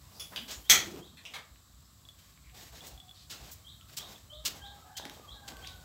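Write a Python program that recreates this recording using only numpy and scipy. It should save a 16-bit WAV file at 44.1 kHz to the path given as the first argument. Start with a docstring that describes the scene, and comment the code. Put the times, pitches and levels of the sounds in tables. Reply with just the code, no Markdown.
"""Cats at a bowl of rice

Cats crowd round a plastic bowl on a hard floor, close by. Their smacks and crunches are bursts of
tiny ruptures filtered by the mouth; muzzles stir the grains and a pellet rings a collar bell.
Once a hard blow excites the bowl's resonances and shoves it, juddering, over the floor.
The bare room rings briefly; outside a chick whistles rising peeps and a distant rooster crows."""
import sys
import numpy as np
from scipy import signal
from scipy.fft import rfft, irfft
from scipy.io import wavfile
from scipy.ndimage import uniform_filter1d

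SR = 44100
rng = np.random.default_rng(int(sys.argv[2]) if len(sys.argv) > 2 else 0)


def wav_out(sig):
    """Save sig, one row per channel (or a flat mono array), as 16-bit PCM at SR to the path in sys.argv[1]."""
    wavfile.write(sys.argv[1], SR, np.round(np.clip(np.atleast_2d(sig).T, -1, 1) * 32767).astype(np.int16))


N = 257544
TIME = np.arange(N) / SR
EVENT_TIME = TIME[:SR * 3 // 5]  # time axis of one short sound
EVENT_N = len(EVENT_TIME)

# reverberation of the bare room: frequency_hz, t60_s
ROOM_DECAY = [(150, 0.47), (500, 0.32), (1400, 0.35), (3500, 0.29), (6500, 0.25), (13000, 0.2)]
# spectra of the noises: frequency_hz, gain_db
HISS_SPECTRUM = [(250, -3.5), (320, -6.5), (420, -21), (600, -14), (850, -20), (1120, -3.5), (1400, -11.5),
                 (2570, -19.5), (3830, -8), (6310, -14.5), (7770, -5.5), (9230, -26.5), (12600, -14.5),
                 (15500, -19)]
RUMBLE_SPECTRUM = [(25, -30.5), (40, -18.5), (55, 5.5), (75, 2.5), (100, 0.5), (160, -7), (260, -20.5),
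                   (450, -31.5)]
RICE_SPECTRUM = [(240, -40), (400, -3.5), (569, -10), (972, -29), (1450, -5.5), (1760, -3), (2790, -2.5),
                 (3460, -1), (4490, -2.5), (7910, -4.5), (9210, -15.5), (12700, -8.5), (15500, -8.5)]
SCUFF_SPECTRUM = [(60, -16), (150, -1), (380, -7.5), (700, -4), (1200, -10), (2500, -36)]
SMACK_SPECTRUM = [(120, -45.5), (200, -16), (310, -11), (923, -25.5), (1090, -16.5), (1740, -13.5),
                  (2470, -12.5), (3070, -7), (4500, -6.5), (4920, -6.5), (8050, -9.5), (8980, -19.5),
                  (15500, -14.5)]
# slow course of the rumble: time_s, relative_db
RUMBLE_LEVELS = [(0, -54.5), (1.1, -64), (2.2, -58), (3.1, -56.5), (3.6, -54.5), (5.3, -58.5), (5.84, -52)]
# syllables of the crow: start_s, length_s, start_hz, end_hz, level_db, second_harmonic_db, jitter_ratio
CROW_SYLLABLES = [(4.275, .15, 580, 634, -55.5, -8, .02), (4.565, .19, 811, 794, -51.5, -4.5, .014),
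                  (4.821, 0.275, 749.5, 828, -55.5, -4, 0.06), (5.311, .56, 818, 718.4, -58, 6.5, 0.02)]
# fainter, farther calls: start_s, length_s, start_hz, end_hz, level_db
FAR_CALLS = [(0, 0.13, 1041, 1020, -67.5), (2.504, 0.13, 742, 730, -63), (2.828, 0.44, 780, 718, -68),
             (3.767, 0.14, 1376, 1293, -65.5), (3.962, 0.077, 1215, 1222, -57.5),
             (4.752, 0.17, 1260, 1243, -63), (5.17, 0.195, 1198, 1105, -56.5), (5.4, 0.37, 1183, 1054, -62)]
# the chick's peeps: start_s, relative_db
PEEPS = [(0.637, -52.5), (1.005, -53.5), (3.643, -49), (3.97, -46), (4.295, -46.5), (4.611, -46.5),
         (4.950, -45.5), (5.274, -47.5), (5.616, -46.5)]
# glide of one peep: time_s, pitch_hz, gain_db
PEEP_CONTOUR = [(0, 3176, -9.5), (0.01, 3204, 1), (0.029, 3390, -1.5), (.045, 3824, 3.5),
                (.058, 4100, -4.5), (0.07, 4650, -11)]
# soft bumps of paws and bodies: start_s, level_db
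BUMPS = [(0.552, -50.5), (1.488, -54), (1.719, -54.5), (2.442, -52), (2.693, -51.5), (2.91, -51.5),
         (3.389, -48.5), (4.36, -54), (4.602, -54), (5.293, -49.5), (5.551, -50), (5.742, -56)]
# fur and whiskers along the bowl: start_s, length_s, relative_db, centre_hz, width_octaves
BRUSHES = [(0, 0.81, -58.5, 14300, 0.67), (0.113, 0.098, -58.5, 4900, 0.26),
           (0.316, 0.038, -49, 1130, 0.87), (0.354, 0.11, -54, 232, 0.086),
           (0.512, 0.084, -53.5, 6900, 0.083), (1.091, 0.079, -59, 173, 0.32), (1.336, 0.049, -47, 820, 1),
           (1.807, 0.095, -71.5, 5200, 0.068), (2.418, 0.11, -65, 2300, .25),
           (3.123, 0.14, -57.5, 4060, 0.37)]
# pushes of a muzzle into the food: start_s, length_s, rice_db, scuff_db
NUZZLES = [(0, 0.85, -64.5, -78), (0.104, 0.12, -70, -61), (0.305, 0.076, -67, -55),
           (0.477, 0.05, -53, -54.5), (0.737, 0.054, -44, -51), (0.861, 0.13, -59.5, -54),
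           (1.224, 0.15, -64, -63.5), (2.17, 0.12, -64.5, -85), (2.536, 0.095, -52, -59.5),
           (2.716, 0.056, -52.5, -64), (2.806, 0.065, -54, -55.5), (3.296, 0.1, -54, -58),
           (3.425, 0.058, -54, -63), (3.873, 0.073, -56.5, -69), (3.969, 0.16, -54, -57),
           (4.436, 0.13, -52, -55.5), (4.57, 0.32, -67, -63), (4.98, 0.074, -62.5, -56),
           (5.1, 0.068, -57.5, -60), (5.165, 0.94, -67, -62.5), (5.468, 0.039, -56, -55),
           (5.58, 0.088, -56, -69)]
# the pellet touching the collar bell: start_s, level_db
BELL_TOUCHES = [(0.1974, -39), (2.052, -55.5), (2.088, -47.5), (2.098, -54.5), (2.807, -48.5), (2.977, -52),
                (3.001, -47.5), (3.083, -57), (3.093, -50.5), (3.111, -49.5), (4.1595, -52)]
# modes of the bell, damped by fur: frequency_hz, gain_db, t60_s
BELL_MODES = [(3418, 3, 0.044), (7400, -31, 0.024), (9960, -14.5, 0.03), (10500, -21, 0.032),
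              (14700, -27, 0.049)]
# teeth cracking food: start_s, level_db, length_s, centre_hz, width_octaves, room_db
CRUNCHES = [(0.3607, -37, 0.0031, 2700, 0.43, 2.5), (0.37, -40, 0.0082, 3030, 0.09, -1.5),
            (1.1714, -54, 0.0022, 2340, 0.52, 11), (1.2527, -44, 0.00056, 2640, 0.59, 7),
            (1.3367, -42, 0.0082, 2340, 0.85, 7.5)]
# wet smacks of lips and tongue: start_s, level_db, length_s, tilt_db_per_octave, room_db
SMACKS = [(0.358, -48, .006, 10, 0), (0.476, -44, 0.081, -5, -16.5), (0.506, -42, 0.018, -0.5, 1.5),
          (2.714, -77, 0.0025, -2, 2), (2.753, -55.5, 0.013, -5.5, 1), (2.862, -45, 0.031, 4.5, -7),
          (3.297, -42.5, 0.021, -1.5, 4), (3.51, -42.5, 0.034, 8, -8), (3.967, -35.5, 0.025, 1.5, -9),
          (4.4502, -28.5, 0.02, -.5, -10), (4.464, -34, 0.022, -1.5, -23), (4.9668, -39, 0.02, -1.5, -8),
          (5.478, -43, 0.013, -3.5, -9.5)]
# dry mouth clicks: start_s, level_db, centre_hz, width_octaves
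MOUTH_CLICKS = [(.961, -51, 3200, 0.49), (1.559, -58.5, 2150, .4), (2.376, -60, 2170, .25),
                (2.497, -57, 2460, 0.3), (3.811, -51.5, 3120, 0.17), (4.008, -52, 1600, 1.9),
                (4.998, -40, 940, 0.68), (5.0535, -39, 1670, 0.74), (5.058, -42.5, 264, 0.38),
                (5.0974, -43, 2930, 0.88), (5.197, -47, 350, 0.76), (5.521, -49, 2400, 1.6),
                (5.569, -50, 3080, 0.83), (5.647, -46, 2460, 0.34), (5.6713, -44.5, 4530, 0.13),
                (5.674, -41, 3380, 0.63)]
# resonances of the bowl, sliding and struck: centre_hz, width_hz, gain_db
HOLLOW_RESONANCES = [(203, 50, 6.5), (350, 140, 8), (490, 24, -21), (616, 58, -15.5)]
STRUCK_RESONANCES = [(350, 570, -16), (770, 250, -12.5), (1310, 370, -8), (1940, 336, -2.5),
                     (2340, 380, -4), (3300, 490, -0.5), (4210, 780, -4.5), (5470, 170, -9.5),
                     (6200, 1300, -0.5), (6900, 230, -14.5), (7990, 500, -6.5), (11700, 3600, -16),
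                     (14150, 2100, -9.5)]
# the bowl's lasting tones: frequency_hz, gain_db, t60_s
BOWL_MODES = [(2244, -6, 0.27), (3350, -3, 0.15), (3380, -3, 0.3), (5800, -6.5, .24), (6030, -10, 0.27),
              (6720, -4.5, 0.31)]
# a graze, the main blow and its rebounds: start_s, relative_db
CLACK_CONTACTS = [(0.6939, -26), (0.6977, 2), (0.7108, -7), (0.7119, -7)]
BLOW_S = CLACK_CONTACTS[1][0]


def amp(db):
    """Amplitude ratio of a level in decibels."""
    return 10 ** (np.asarray(db) / 20)


def unit(x):
    """Normalisation to rms 1."""
    return x / np.sqrt(np.mean(x ** 2) + 1e-20)


def crest(x, size):
    """Normalisation of the loudest stretch of size samples to rms 1."""
    return x / np.sqrt(uniform_filter1d(x ** 2, size, mode="constant").max() + 1e-20)


def read(points, hz):
    """Interpolation along log frequency."""
    table_hz, value = np.transpose(points)
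    return np.interp(np.log(hz + 1), np.log(table_hz + 1), value)


def add(mix, start_s, sound):
    """Superposition of a sound on the mix."""
    part = mix[max(round(start_s * SR), 0):][:len(sound)]
    part += sound[:len(part)]


def colour(x, gain, size=4096):
    """Causal, minimum-phase filtering with the response gain(hz)."""
    log_gain = np.log(np.maximum(gain(abs(np.fft.fftfreq(size, 1 / SR))), 1e-5))
    taps = np.fft.ifft(np.exp(np.conj(signal.hilbert(log_gain)))).real
    return signal.fftconvolve(x, taps[:size * 3 // 4])[:len(x)]


def tinted(x, spectrum):
    """Spectral shaping of a steady sound, at rms 1."""
    hz = np.fft.rfftfreq(len(x), 1 / SR)
    return unit(irfft(rfft(x) * amp(read(spectrum, hz)), len(x)))


def drift(rate_hz):
    """Low-passed noise: a random wander of rms 1."""
    hz = np.fft.rfftfreq(N, 1 / SR)
    return unit(irfft(rfft(rng.standard_normal(N)) / (1 + (hz / rate_hz) ** 4), N))


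def band(centre_hz, octaves):
    """Response of one resonance, such as a mouth cavity."""
    return lambda hz: 1 / (1 + (np.log2((hz + 1) / centre_hz) / octaves) ** 2)


def peaks(resonances, hz):
    """Response of each of a body's resonances, one per row."""
    return np.array([amp(db) / (1 + (2 * (hz - centre) / width) ** 2)
                     for centre, width, db in resonances])


def ring(modes):
    """Free vibration of a struck body: a sum of damped sines."""
    return sum(amp(db - 60 * EVENT_TIME / t60) * np.sin(2 * np.pi * (hz * EVENT_TIME + rng.random()))
               for hz, db, t60 in modes)


def snap(decay_s, response):
    """Impulsive excitation: a dying noise burst through a resonance."""
    return colour(rng.standard_normal(EVENT_N) * np.exp(-EVENT_TIME / decay_s), response)


def crackle(length_s, spread_db=7.5):
    """Fracture as a dense run of tiny ruptures of uneven size."""
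    sizes = amp(spread_db * np.minimum(rng.exponential(1, EVENT_N), 3))
    progress = EVENT_TIME / max(length_s, 1e-4)
    envelope = (1 - np.exp(-12 * progress)) * np.exp(-np.minimum(progress, 3) ** 6)
    return rng.standard_normal(EVENT_N) * sizes * envelope


def small_source(x, corner_hz=1300):
    """A source small against the wavelength radiates little bass."""
    return colour(x, lambda hz: hz ** 2 / (hz ** 2 + corner_hz ** 2))


def room(x, bass_hz=1100, bass_rise_s=.015, directions=4):
    """Diffuse reverberation from the walls: the treble arrives at once, the bass builds up."""
    hz, t, noise = signal.stft(rng.standard_normal((directions, EVENT_N)), SR, nperseg=128)
    rise_s = bass_rise_s / (1 + (hz[:, None] / bass_hz) ** 2) + .0015
    decay = amp(-60 * t / read(ROOM_DECAY, hz)[:, None])
    tails = signal.istft(noise * decay * (1 - np.exp(-t / rise_s)), SR, nperseg=128)[1]
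    # successive moments radiate in different directions, so each finds its own echoes
    turn = np.arange(len(x)) / 1024 + np.arange(directions)[:, None] / directions
    shares = np.maximum(np.cos(2 * np.pi * turn), 0)
    return signal.fftconvolve(x * shares, tails / np.linalg.norm(tails[0]), axes=1).sum(0)[:len(x)]


def yard(x, t60_s):
    """Outdoor scattering: sparse echoes of total energy 1."""
    echoes = rng.standard_normal(EVENT_N) * (rng.random(EVENT_N) < .05)
    tail = echoes * amp(-60 * EVENT_TIME / t60_s)
    return signal.fftconvolve(x, tail / np.linalg.norm(tail))[:N]


def background(hiss_db=-63.5, rumble_gain_db=-2):
    """Ambient noise: an even hiss over an uneven rumble."""
    hiss = amp(hiss_db) * tinted(rng.standard_normal(N), HISS_SPECTRUM)
    rumble_db = np.interp(TIME, *np.transpose(RUMBLE_LEVELS)) + rumble_gain_db
    return hiss + amp(rumble_db) * tinted(rng.standard_normal(N), RUMBLE_SPECTRUM)


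def roosters(beak_db_per_s=32, edge_s=.045, far_jitter=.038, fade_db=2):
    """Attenuation with distance leaves two harmonics of a hoarse crow and one of farther calls."""
    out, jitter = np.zeros(N), drift(83)
    for start, length, start_hz, end_hz, db, second_db, depth in CROW_SYLLABLES:
        t = np.arange(0, length, 1 / SR)
        hoarseness = 1 + depth * np.interp(start + t, TIME, jitter)
        phase = 2 * np.pi * np.cumsum(np.linspace(start_hz, end_hz, len(t)) * hoarseness) / SR
        # the beak opens through a syllable and favours the second harmonic
        second = amp(second_db + beak_db_per_s * (t - length / 2))
        voice = (np.sin(phase) + second * np.sin(2 * phase)) / np.hypot(1, second)
        envelope = np.minimum(np.minimum(t, length - t) / edge_s, 1)
        add(out, start, amp(db) * voice * envelope)
    waver = 1 + far_jitter * drift(49.5)
    for start, length, start_hz, end_hz, db in FAR_CALLS:
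        count = int(length * SR)
        pitch_hz = np.linspace(start_hz, end_hz, count) * np.roll(waver, -int(start * SR))[:count]
        phase = 2 * np.pi * np.cumsum(pitch_hz) / SR
        add(out, start, amp(db) * np.sin(phase) * signal.windows.tukey(count, .6))
    out *= amp(fade_db * drift(21))  # the long path makes the calls fade in and out
    return .6 * out + yard(out, t60_s=.32)


def chick(gain_db=-2):
    """Pure tones glide upward, smeared by reflections in the yard and the room."""
    out = np.zeros(N)
    knots_s, pitch_hz, shape_db = np.transpose(PEEP_CONTOUR)
    t = np.arange(0, knots_s[-1], 1 / SR)
    envelope = amp(np.interp(t, knots_s, shape_db)) * signal.windows.tukey(len(t), .15)
    for start, db in PEEPS:
        glide_hz = np.interp(t, knots_s, pitch_hz) * rng.uniform(0.96, 1.01)
        add(out, start, amp(db + gain_db) * envelope * np.sin(2 * np.pi * np.cumsum(glide_hz) / SR))
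    return .5 * out + yard(out, t60_s=.5) + .5 * room(out)


def bumps(pitch_hz=57, swell_s=0.02):
    """Soft impacts of paws and bodies excite only a few low cycles."""
    out, age = np.zeros(N), EVENT_TIME / swell_s
    envelope = age ** 2 * np.exp(-1.5 * age)
    for start, db in BUMPS:
        phase = 2 * np.pi * (pitch_hz * rng.uniform(0.99, 1.08) * EVENT_TIME + rng.random())
        thud = (np.sin(phase) + 0.23 * np.sin(2.1 * phase)) * envelope
        add(out, start, amp(db) * crest(thud, size=1500))
    return out


def brushing():
    """Friction of fur and whiskers on the bowl: bands of noise that swell and fade."""
    out = np.zeros(N)
    for start, length, db, hz, octaves in BRUSHES:
        swish = colour(rng.standard_normal(SR), band(hz, octaves))[:int(length * SR)]
        add(out, start, amp(db) * unit(swish) * signal.windows.tukey(len(swish), .6))
    return 0.71 * out + 0.63 * room(out)


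def grain_ticks(per_s=7, level_db=-66, spread_db=3, low_hz=2000, high_hz=5500):
    """Adhesion fails at random moments: sticky grains part with tiny ticks."""
    out = np.zeros(N)
    for when, size, pitch in rng.random((int(per_s * N / SR), 3)):
        tick = snap(.0004, band(low_hz * (high_hz / low_hz) ** pitch, octaves=.69))
        add(out, when * N / SR, amp(level_db + spread_db * (2 * size - 2)) * crest(tick, size=130))
    return out


def nuzzling(attack_s=.017, release_s=.073, grains_per_s=4000, flutter_db=2.1):
    """Muzzles stir the rice and scuff the bowl; being incoherent, their pushes add in power."""
    power = amp([[-83], [-75.5]]) ** 2  # rice and bowl between pushes
    for start, length, rice_db, scuff_db in NUZZLES:
        attack = np.clip((TIME - start) / attack_s, 0, 1)
        release = np.exp(-np.maximum(TIME - start - length, 0) / release_s)
        power = power + (amp([[rice_db], [scuff_db]]) * attack * release) ** 2
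    rice_gain, scuff_gain = np.sqrt(power)
    grains = rng.standard_normal(N) * amp(-.5 * np.minimum(rng.exponential(1, N), 4))
    grains *= rng.random(N) < grains_per_s / SR
    rice = tinted(.39 * grains + room(grains), RICE_SPECTRUM) * amp(flutter_db * drift(30))
    scuff = tinted(rng.standard_normal(N), SCUFF_SPECTRUM) * amp(flutter_db * drift(16))
    return rice_gain * rice + scuff_gain * scuff


def collar_bell(soft_db=-47, bright_db_per_db=2, room_db_per_db=2.3):
    """A pellet excites the shell's modes; free of the fur it is louder, brighter, more reverberant."""
    out = np.zeros(N)
    for start, db in BELL_TOUCHES:
        bright_db = bright_db_per_db * (db - soft_db)
        room_db = -8 + room_db_per_db * (db - soft_db)
        upper_modes = [(hz, mode_db + bright_db, t60) for hz, mode_db, t60 in BELL_MODES[1:]]
        tone = ring([BELL_MODES[0], *upper_modes])
        tick = tinted(rng.standard_normal(EVENT_N), SMACK_SPECTRUM) * np.exp(-EVENT_TIME / .00099)
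        rattle = unit(colour(rng.standard_normal(EVENT_N), band(3600, octaves=.16)))
        touch = tone + amp(bright_db - 6) * tick + .39 * rattle * np.exp(-EVENT_TIME / .0027)
        add(out, start, amp(db) * crest(touch + amp(room_db) * room(touch), size=200))
    return out


def chewing():
    """Source and filter: cracks, smacks and clicks are coloured by the mouth that makes them."""
    out = np.zeros(N)
    for start, db, length, hz, octaves, room_db in CRUNCHES:
        bite = colour(crackle(length), band(hz, octaves))
        add(out, start, amp(db) * crest(bite + amp(room_db) * room(bite), size=600))
    for start, db, length, tilt, room_db in SMACKS:
        smack = colour(crackle(length), lambda hz: amp(
            read(SMACK_SPECTRUM, hz) + tilt * np.log2(np.maximum(hz, 500) / 4000)))
        add(out, start, amp(db) * crest(small_source(smack) + amp(room_db) * room(smack), size=600))
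    for start, db, hz, octaves in MOUTH_CLICKS:
        click = snap(.00072, band(hz, octaves))
        add(out, start, amp(db) * crest(click + amp(-4.5) * room(click), size=130))
    return out


def bowl_slide(start_s=.73, peak_s=.97, peak_db=-46, swell_db_per_s=48.5, fade_db_per_s=153):
    """Stick-slip friction rings the hollow of the shoved bowl ever harder, until it comes to rest."""
    slips = rng.choice([-1., 1.], N) * (rng.random(N) < 700 / SR)  # about 700 a second
    hollow = colour(slips, lambda hz: peaks(HOLLOW_RESONANCES, hz).sum(0))
    t = TIME - peak_s
    level_db = peak_db + np.minimum(swell_db_per_s * t, -fade_db_per_s * t)
    return (TIME > start_s) * amp(level_db) * unit(hollow)


def bowl_shudder(level_db=-47, t60_s=1.4):
    """Damped low vibration of the bowl on the floor after the blow."""
    t = TIME - BLOW_S
    envelope = (t > 0) * amp(level_db - 60 * abs(t) / t60_s)
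    return envelope * tinted(rng.standard_normal(N), RUMBLE_SPECTRUM)


def bowl_clack(level_db=-14.5, direct_db=-8, ring_db=-27, valley_db=-24, contact_s=.0015):
    """A hard impact chatters and rebounds, exciting the bowl's resonances and the room."""
    first_s, contacts, out = CLACK_CONTACTS[0][0], np.zeros(EVENT_N), np.zeros(N)
    for start, db in CLACK_CONTACTS:
        chatter = rng.choice([-1., 1.], EVENT_N) * np.exp(-EVENT_TIME / contact_s)
        direct = amp(direct_db) * chatter / np.linalg.norm(chatter)
        add(contacts, start - first_s, amp(db) * (direct + room(signal.unit_impulse(EVENT_N))))
    body = colour(contacts, lambda hz: np.sqrt(
        amp(valley_db) ** 2 + (peaks(STRUCK_RESONANCES, hz) ** 2).sum(0)))
    tones = ring(BOWL_MODES) * (1 - np.exp(-EVENT_TIME / .006))
    add(out, first_s, amp(level_db) * crest(body, size=1100))
    add(out, BLOW_S, amp(ring_db) * crest(tones, size=1100))
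    return out


def scene():
    """Superposition of all sources at one microphone."""
    bowl = bowl_clack() + bowl_shudder() + bowl_slide()
    cats = chewing() + grain_ticks() + collar_bell() + nuzzling() + brushing() + bumps()
    return (bowl + cats + chick() + roosters() + background())[None]


def record(dry, low_hz=45, high_hz=15820):
    """Band limiting: the microphone's bass roll-off and a steep treble cut."""
    highpass = signal.butter(4, low_hz, "high", fs=SR, output="sos")
    lowpass = signal.firwin(601, high_hz, window=("kaiser", 8), fs=SR)
    return signal.oaconvolve(signal.sosfilt(highpass, dry), lowpass[None], "same")


dry = scene()
out = record(dry)
wav_out(out)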